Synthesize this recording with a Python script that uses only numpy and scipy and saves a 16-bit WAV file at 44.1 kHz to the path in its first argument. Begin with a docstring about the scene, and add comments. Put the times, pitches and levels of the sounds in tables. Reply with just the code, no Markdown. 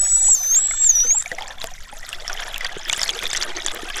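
"""A dolphin whistles close to the microphone, under water: a high tone that swoops down twice.
Other dolphins buzz and click faintly, their buzz made of clicks fast enough to merge.
Air bubbles ring all the time, sparsely at first, then as a gurgling, crackling rush past the camera.
The moving water also rumbles and bumps against the housing. The sound is mono."""
import sys
import numpy as np
from scipy import signal
from scipy.fft import rfft, irfft, next_fast_len
from scipy.io import wavfile
from scipy.ndimage import uniform_filter1d, map_coordinates

SR = 44100
rng = np.random.default_rng(int(sys.argv[2]) if len(sys.argv) > 2 else 0)


def dump(signal):
    """Clip the signal to [-1, 1] and save it as 16-bit WAV at the path in sys.argv[1]."""
    limited = np.clip(np.atleast_2d(signal).T, -1, 1)
    pcm = np.round(limited * 32767).astype(np.int16)
    wavfile.write(sys.argv[1], SR, pcm)


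N = 176400

# water rushing past the microphone: time_s, gurgle_db, babble_db, crackle_db
FLOW_LEVELS = [(0, -48, -43, -53), (0.6, -48.5, -44.5, -49), (1.2, -54.5, -45, -50), (1.5, -42, -41.5, -49),
               (1.75, -57, -46.5, -48.5), (2.05, -50, -42.5, -48), (2.3, -38.5, -36, -43.5),
               (2.48, -41, -34.5, -43), (2.65, -41, -35, -47.5), (2.83, -48.5, -37.5, -47),
               (3.02, -39, -30, -32), (3.16, -38.5, -33, -36.5), (3.36, -45, -31.5, -38.5),
               (3.5, -40.5, -37, -42.5), (3.7, -42.5, -35.5, -43), (4.0, -46.5, -32, -42)]
# the largest bubbles join late, level relative to the gurgle: time_s, offset_db
GLUG_OFFSET = [(2.6, -15.5), (3.3, -2.5)]
# colour of the bubbles at the microphone: frequency_hz, gain_db
WATER_COLOUR = [(150, 3.5), (400, -15), (680, 1.5), (1000, -4.5), (1900, 1), (2800, -8), (3400, 2),
                (4100, -10.5), (5500, -4), (7400, -7), (8400, -14), (11700, -19), (16000, -35)]
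# rumble of the flow on the housing: frequency_hz, gain_db
RUMBLE_COLOUR = [(3, 4), (11, -5.5), (17, 4), (27, -19), (50, -21), (100, -32), (200, -35.5), (600, -59)]
# water bumping the housing: start_s, peak_db, pitch_hz
HOUSING_BUMPS = [(1.316, -33.5, 172), (1.93, -40, 227), (2.767, -29, 184), (2.767, -21.5, 400),
                 (3.832, -23.5, 350)]
# single loud bubbles close by, and a short high ping as the whistle ends: start_s, level_db, pitch_hz
NEAR_BUBBLES_AND_PING = [(0.283, -31.5, 868), (0.547, -21, 3590), (0.71, -19.5, 2120), (0.736, -28.5, 1390),
                         (0.843, -22.5, 4500), (1.003, -22, 3700), (1.046, -34, 480), (1.106, -24, 2266),
                         (1.146, -28.5, 870), (1.224, -18, 7470), (1.259, -20, 2270), (1.316, -17, 1910),
                         (1.316, -31, 508), (1.332, -33, 680), (1.381, -29, 753), (1.385, -21, 2065),
                         (1.409, -29.5, 868), (1.422, -22, 3250), (1.428, -30, 803), (1.616, -19, 3870),
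                         (1.64, -27.5, 659), (1.715, -37.5, 730), (1.926, -32, 822), (2.091, -20, 7980),
                         (2.129, -19, 2760), (2.279, -14, 5420), (2.298, -20.5, 1430), (2.33, -19, 5700),
                         (2.543, -18.5, 3360), (2.56, -19.5, 2650), (2.609, -19, 2000), (2.647, -20, 1870),
                         (2.647, -14.5, 4740), (2.665, -18, 3280), (2.897, -16.5, 2240), (2.897, -10, 3450),
                         (2.912, -23, 6300), (2.929, -8, 7110), (2.933, -11.5, 2870), (2.992, -20.5, 1980),
                         (3.016, -10.5, 5200), (3.031, -9, 6790), (3.033, -9.5, 4740), (3.08, -21, 4300),
                         (3.0919, -9, 3310), (3.099, -14.5, 3350), (3.19, -16.5, 3400),
                         (3.255, -15.5, 3630), (3.267, -15.5, 3380), (3.313, -21, 3510),
                         (3.33, -18.5, 3560), (3.332, -9.5, 7400), (3.349, -18, 1945), (3.362, -14, 6100),
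                         (3.368, -13.5, 5500), (3.373, -13.5, 7540), (3.412, -16, 3420),
                         (3.425, -10.5, 4530), (3.431, -18, 6800), (3.663, -9, 7220), (3.683, -13.5, 3510),
                         (3.901, -20.5, 3070)]

# faint burst-pulse calls of other dolphins, one curve a call: time_s, pulses_per_s, level_db
BURST_CALLS = [
    [(0, 600, -42.5), (.7, 605, -42), (1.29, 622, -48.5), (1.37, 750, -61)],
    [(.57, 540, -43.5), (.75, 592, -41), (1.1, 617, -44.5)],
    [(1.99, 530, -57), (2.55, 360, -52)],
]
# colour of their pulses: frequency_hz, gain_db
BURST_COLOUR = [(1100, -32), (1800, -1.5), (2800, -10.5), (3600, 5.5), (4700, -10), (7300, 5.5),
                (8600, -9.5), (10400, 2.5), (12500, -11)]
# where each call loses its treble: cutoff_hz
BURST_CUTOFFS = [15100, 4660, 14000]
# sharp dolphin clicks, after which the whistle dips briefly: start_s, level_db, dip_db
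SHARP_CLICKS = [(0.163, -31, 5.5), (0.419, -14, 8), (0.675, -33, 23), (1.187, -21, 15)]
# dry ticks: start_s, level_db
DRY_TICKS = [(1.6424, -5.5), (2.581, -9), (2.8842, -11), (2.979, -7.5), (3.2339, -7.5), (3.7477, -6.5),
             (3.9005, -15.5)]

# contour of the close whistle: time_s, pitch_hz
WHISTLE_PITCH = [(0.0, 7885), (0.289, 7750), (0.312, 7730), (0.348, 7300), (0.354, 6470), (0.382, 6160),
                 (0.424, 6080), (0.482, 6160), (0.558, 6620), (0.567, 7400), (0.575, 7570), (0.578, 7020),
                 (0.583, 7390), (0.598, 7724), (0.787, 7650), (0.832, 7590), (0.873, 7280), (0.917, 6180),
                 (0.977, 5780), (1.018, 5835), (1.091, 6320), (1.128, 6715), (1.144, 7081), (1.154, 7550),
                 (1.166, 7730), (1.2, 7150), (1.219, 8200)]
# strength of its main tone: time_s, level_db
WHISTLE_LEVEL = [(0.0, -15.5), (0.076, -21.5), (0.16, -13), (0.196, -19), (0.324, -11), (0.35, -13.5),
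                 (0.356, -22.5), (0.41, -24), (0.486, -19.5), (0.555, -12.5), (0.584, -13), (0.598, -21),
                 (0.662, -19), (0.768, -27.5), (0.814, -17), (0.868, -11.5), (0.89, -19.5), (0.896, -7.5),
                 (0.91, -9), (0.915, -21), (0.938, -24.5), (0.954, -15.5), (1.018, -14.5), (1.056, -24),
                 (1.118, -10.5), (1.145, -23.5), (1.184, -15.5), (1.208, -21.5), (1.22, -45.5)]
# buzz that modulates the whistle and gives it side tones: time_s, rate_hz, side_level_db
WHISTLE_BUZZ = [(0, 1182, -42), (.05, 1124, -34), (.2, 955, -36.5), (.31, 860, -28.5), (.42, 980, -43),
                (.56, 897, -43), (.65, 992, -46), (.85, 849, -39), (.97, 797, -47), (1.12, 810, -55)]
# offsets of the side tones from the whistle: buzz_rate_multiple
SIDE_STEPS = [-2, -1, 1, 2, 3]
# colour of the side tones: frequency_hz, gain_db
SIDE_COLOUR = [(4000, -7), (7000, 0), (8300, -16)]

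RING_CYCLES, SWELL_CYCLES = 42.4, 1.5  # a bubble's life and attack, in its own cycles
BAND_LIMIT_HZ = 16400


def amp(db):
    """Decibels to gain."""
    return 10 ** (np.asarray(db) / 20)


def unit(x):
    """Scale to rms 1."""
    return x / np.sqrt(np.mean(x ** 2) + 1e-20)


def colour_db(colour, hz):
    """Gain of a colour table at hz, on a log frequency axis."""
    knots_hz, gains_db = np.transpose(colour)
    return np.interp(np.log(hz + 1), np.log(knots_hz + 1), gains_db)


def curves(rows):
    """One value per sample for each column after the time."""
    times_s, *columns = np.transpose(rows)
    return [np.interp(np.arange(N) / SR, times_s, column) for column in columns]


def wobble(per_s):
    """A smooth random curve with per_s knots a second."""
    knots = rng.standard_normal(int(N * per_s / SR) + 4)
    return map_coordinates(knots, [np.arange(N) * per_s / SR])


def filtered(x, response):
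    """Filter x by a gain given as a function of frequency."""
    size = next_fast_len(N + SR // 2)
    return irfft(rfft(x, size) * response(np.fft.rfftfreq(size, 1 / SR)), size)[..., :N]


def tone(hz):
    """A sine of rms 1 that follows a pitch curve."""
    return np.sqrt(2) * np.sin(2 * np.pi * np.cumsum(hz) / SR)


def gate(start_s, end_s, fade_s):
    """1 between two times, with linear fades outside."""
    t = np.arange(N) / SR
    return np.clip(np.minimum(t - start_s, end_s - t) / fade_s + 1, 0, 1)


def add(track, start_s, x):
    """Mix x into the track from start_s on."""
    part = track[max(round(start_s * SR), 0):][:len(x)]
    part += x[:len(part)]


def ring(hz, t60_s, rise=0):
    """A damped sine that swells within a few cycles; its pitch climbs by the fraction rise."""
    t = np.arange(int(t60_s * SR) + 8) / SR
    envelope = amp(-60 * t / t60_s) * (1 - np.exp(-t * hz / SWELL_CYCLES))
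    return envelope / envelope.max() * np.sin(2 * np.pi * hz * t * (1 + rise * t / t60_s / 2))


def snap(t60_s):
    """A short dying burst of noise."""
    t = np.arange(SR // 20) / SR
    return rng.standard_normal(len(t)) * amp(-60 * t / t60_s) / 2


def bubble_cloud(level_db, low_hz, high_hz, max_per_s, spread_db, rings_db, wash_db, rise):
    """Bubbles of one size range, denser and louder with the flow, over a wash of distant ones."""
    def band(hz):
        skirts = (1 + (low_hz / (hz + 1)) ** 8) * (1 + (hz / high_hz) ** 8)
        return amp(colour_db(WATER_COLOUR, hz)) / np.sqrt(skirts)

    density = amp(level_db - level_db.max()) ** .45
    rings = np.zeros(N)
    for when, pitch, strength, life, chance in rng.random((int(max_per_s * N / SR), 5)):
        if chance < density[int(when * N)]:
            hz = low_hz * (high_hz / low_hz) ** pitch
            db = spread_db * min(-np.log(1 - strength), 3.5) + colour_db(WATER_COLOUR, hz)
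            t60_s = RING_CYCLES * 2 ** (3 * life - 2) / hz
            add(rings, when * N / SR, amp(db) * hz / low_hz * ring(hz, t60_s, rise))
    wash = unit(filtered(rng.standard_normal(N), band)) * amp(5 * wobble(90))
    return amp(level_db) * (amp(rings_db) * unit(rings / np.sqrt(density)) + amp(wash_db) * wash)


def rushing_water():
    """Bubbles from the largest (glug) to the smallest (crackle), all sharing the spurts of the flow."""
    spurts_db = 2.5 * wobble(30)
    gurgle_db, babble_db, crackle_db = curves(FLOW_LEVELS) + spurts_db
    glug = bubble_cloud(gurgle_db + curves(GLUG_OFFSET)[0], 315.3, 467.4, max_per_s=63,
                        spread_db=1.5, rings_db=-1, wash_db=-5.5, rise=0.28)
    gurgle = bubble_cloud(gurgle_db, 394.4, 1071.6, max_per_s=260,
                          spread_db=4.5, rings_db=-2, wash_db=-7, rise=0.23)
    babble = bubble_cloud(babble_db, 1110, 4350, max_per_s=750,
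                          spread_db=4, rings_db=-1, wash_db=-8.5, rise=0.1)
    crackle = bubble_cloud(crackle_db, 4330, 12930, max_per_s=1200,
                           spread_db=7.5, rings_db=2.5, wash_db=-8.5, rise=0.02)
    return glug + gurgle + babble + crackle


def water_on_housing():
    """Right at the microphone, the flow rumbles and slugs of water bump the housing."""
    rumble = unit(filtered(rng.standard_normal(N), lambda hz: amp(colour_db(RUMBLE_COLOUR, hz))))
    out = amp(-32.5 + 1.5 * wobble(18)) * rumble
    for start_s, db, hz in HOUSING_BUMPS:
        add(out, start_s, amp(db) * ring(hz, t60_s=0.014))
    return out


def burst_calls():
    """Other dolphins: faint, slightly unsteady click trains, fast enough to merge into a thin buzz."""
    out = np.zeros(N)
    for call, cutoff_hz in zip(BURST_CALLS, BURST_CUTOFFS):
        def colour(hz):
            band = (hz > BURST_COLOUR[0][0]) / (1 + (hz / cutoff_hz) ** 12)
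            return amp(colour_db(BURST_COLOUR, hz)) * band

        rate_hz, db = curves(call)
        cycles = np.cumsum(rate_hz + 4.5 * wobble(300)) / SR
        pulses = np.sinc((cycles - np.round(cycles)) * SR / rate_hz)  # one click a cycle
        buzz = unit(filtered(pulses, colour))
        out += amp(db + wobble(18.84)) * buzz * gate(call[0][0], call[-1][0], fade_s=0.046)
    return out


def clicks():
    """Broadband dolphin clicks, dry ticks and an even train of faint echolocation pings."""
    out = np.zeros(N)
    for start_s, db, *_ in SHARP_CLICKS + DRY_TICKS:
        add(out, start_s, amp(db) * snap(t60_s=0.0022))
    for start_s in 0.012 + 0.035 * np.arange(9):
        add(out, start_s, amp(-18) * ring(hz=7440, t60_s=0.0099))
    return out


def near_bubbles_and_ping():
    """Close bubbles snap off, ring and shed fragments; a like-sounding ping comes as the whistle ends."""
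    rise, split_s, scatter_octaves = 0.034, 0.012, 0.422
    rings, snaps = np.zeros(N), np.zeros(N)
    for start_s, db, hz in NEAR_BUBBLES_AND_PING:
        add(rings, start_s, amp(db + 1.5) * ring(hz, RING_CYCLES / hz, rise))
        add(snaps, start_s, amp(db + 3) * snap(t60_s=0.011))
        for delay, step in zip(rng.random(size=3), rng.standard_normal(size=3)):
            fragment_hz = min(hz * 2 ** (scatter_octaves * step), BAND_LIMIT_HZ)
            fragment = ring(fragment_hz, RING_CYCLES / fragment_hz / 2, rise)
            add(rings, start_s + split_s * delay, amp(db - 10.5) * fragment)
    # the snaps carry little below 450 Hz
    return rings + 2 * filtered(snaps, lambda hz: amp(colour_db(WATER_COLOUR, hz)) * hz / (hz + 450))


def side_tones(whistle_hz):
    """A buzz modulates the whistle, adding tones on both sides that weaken with each step away."""
    jitter_hz, step_loss_db, swell_db = 34.3, 4, 1.5
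    buzz_hz, buzz_db = curves(WHISTLE_BUZZ)
    buzz_hz += jitter_hz * wobble(300)
    out = np.zeros(N)
    for step in SIDE_STEPS:
        hz = whistle_hz + step * buzz_hz
        db = buzz_db - step_loss_db * (abs(step) - 1.5) + colour_db(SIDE_COLOUR, hz)
        out += amp(db + swell_db * wobble(20.4)) * tone(hz)
    return out


def whistle():
    """The close dolphin: a gliding tone with its octave and side tones, scattered by hull and surface."""
    jitter_hz, dip_recovery_s = 12.5, 0.0083
    octave_fade_db_per_s, octave_loss_db_per_khz = 22.5, 5.5
    t = np.arange(N) / SR
    hz = uniform_filter1d(curves(WHISTLE_PITCH)[0], size=130) + jitter_hz * wobble(300)
    db = curves(WHISTLE_LEVEL)[0] + wobble(200)
    for click_s, _, dip_db in SHARP_CLICKS:
        db -= dip_db * (t > click_s) * np.exp(-((t - click_s) / dip_recovery_s) ** 2)
    sides = side_tones(hz)
    treble_loss_db = octave_loss_db_per_khz * np.maximum(2 * hz - 12000, 0) / 1000
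    octave_db = -5 - octave_fade_db_per_s * t - treble_loss_db + 2.5 * wobble(121.9)
    harmonics = amp(db) * (tone(hz) + amp(octave_db) * tone(2 * hz))
    direct = (harmonics + sides) * gate(0, WHISTLE_PITCH[-1][0], fade_s=0.0039)
    scatter = snap(t60_s=0.046)
    echo = signal.fftconvolve(direct, scatter / np.linalg.norm(scatter))[:N]
    return direct + amp(-19.5) * echo


def scene():
    """Dolphins and water at one microphone, alike in both channels."""
    mono = whistle() + burst_calls() + clicks()
    mono += near_bubbles_and_ping() + rushing_water() + water_on_housing()
    return np.array([mono, mono])


def record(dry):
    """The camera rolls off steeply towards its band limit."""
    return filtered(dry, lambda hz: (hz < BAND_LIMIT_HZ) / np.sqrt(1 + (hz / 14800) ** 70))


dry = scene()
out = record(dry)
dump(out)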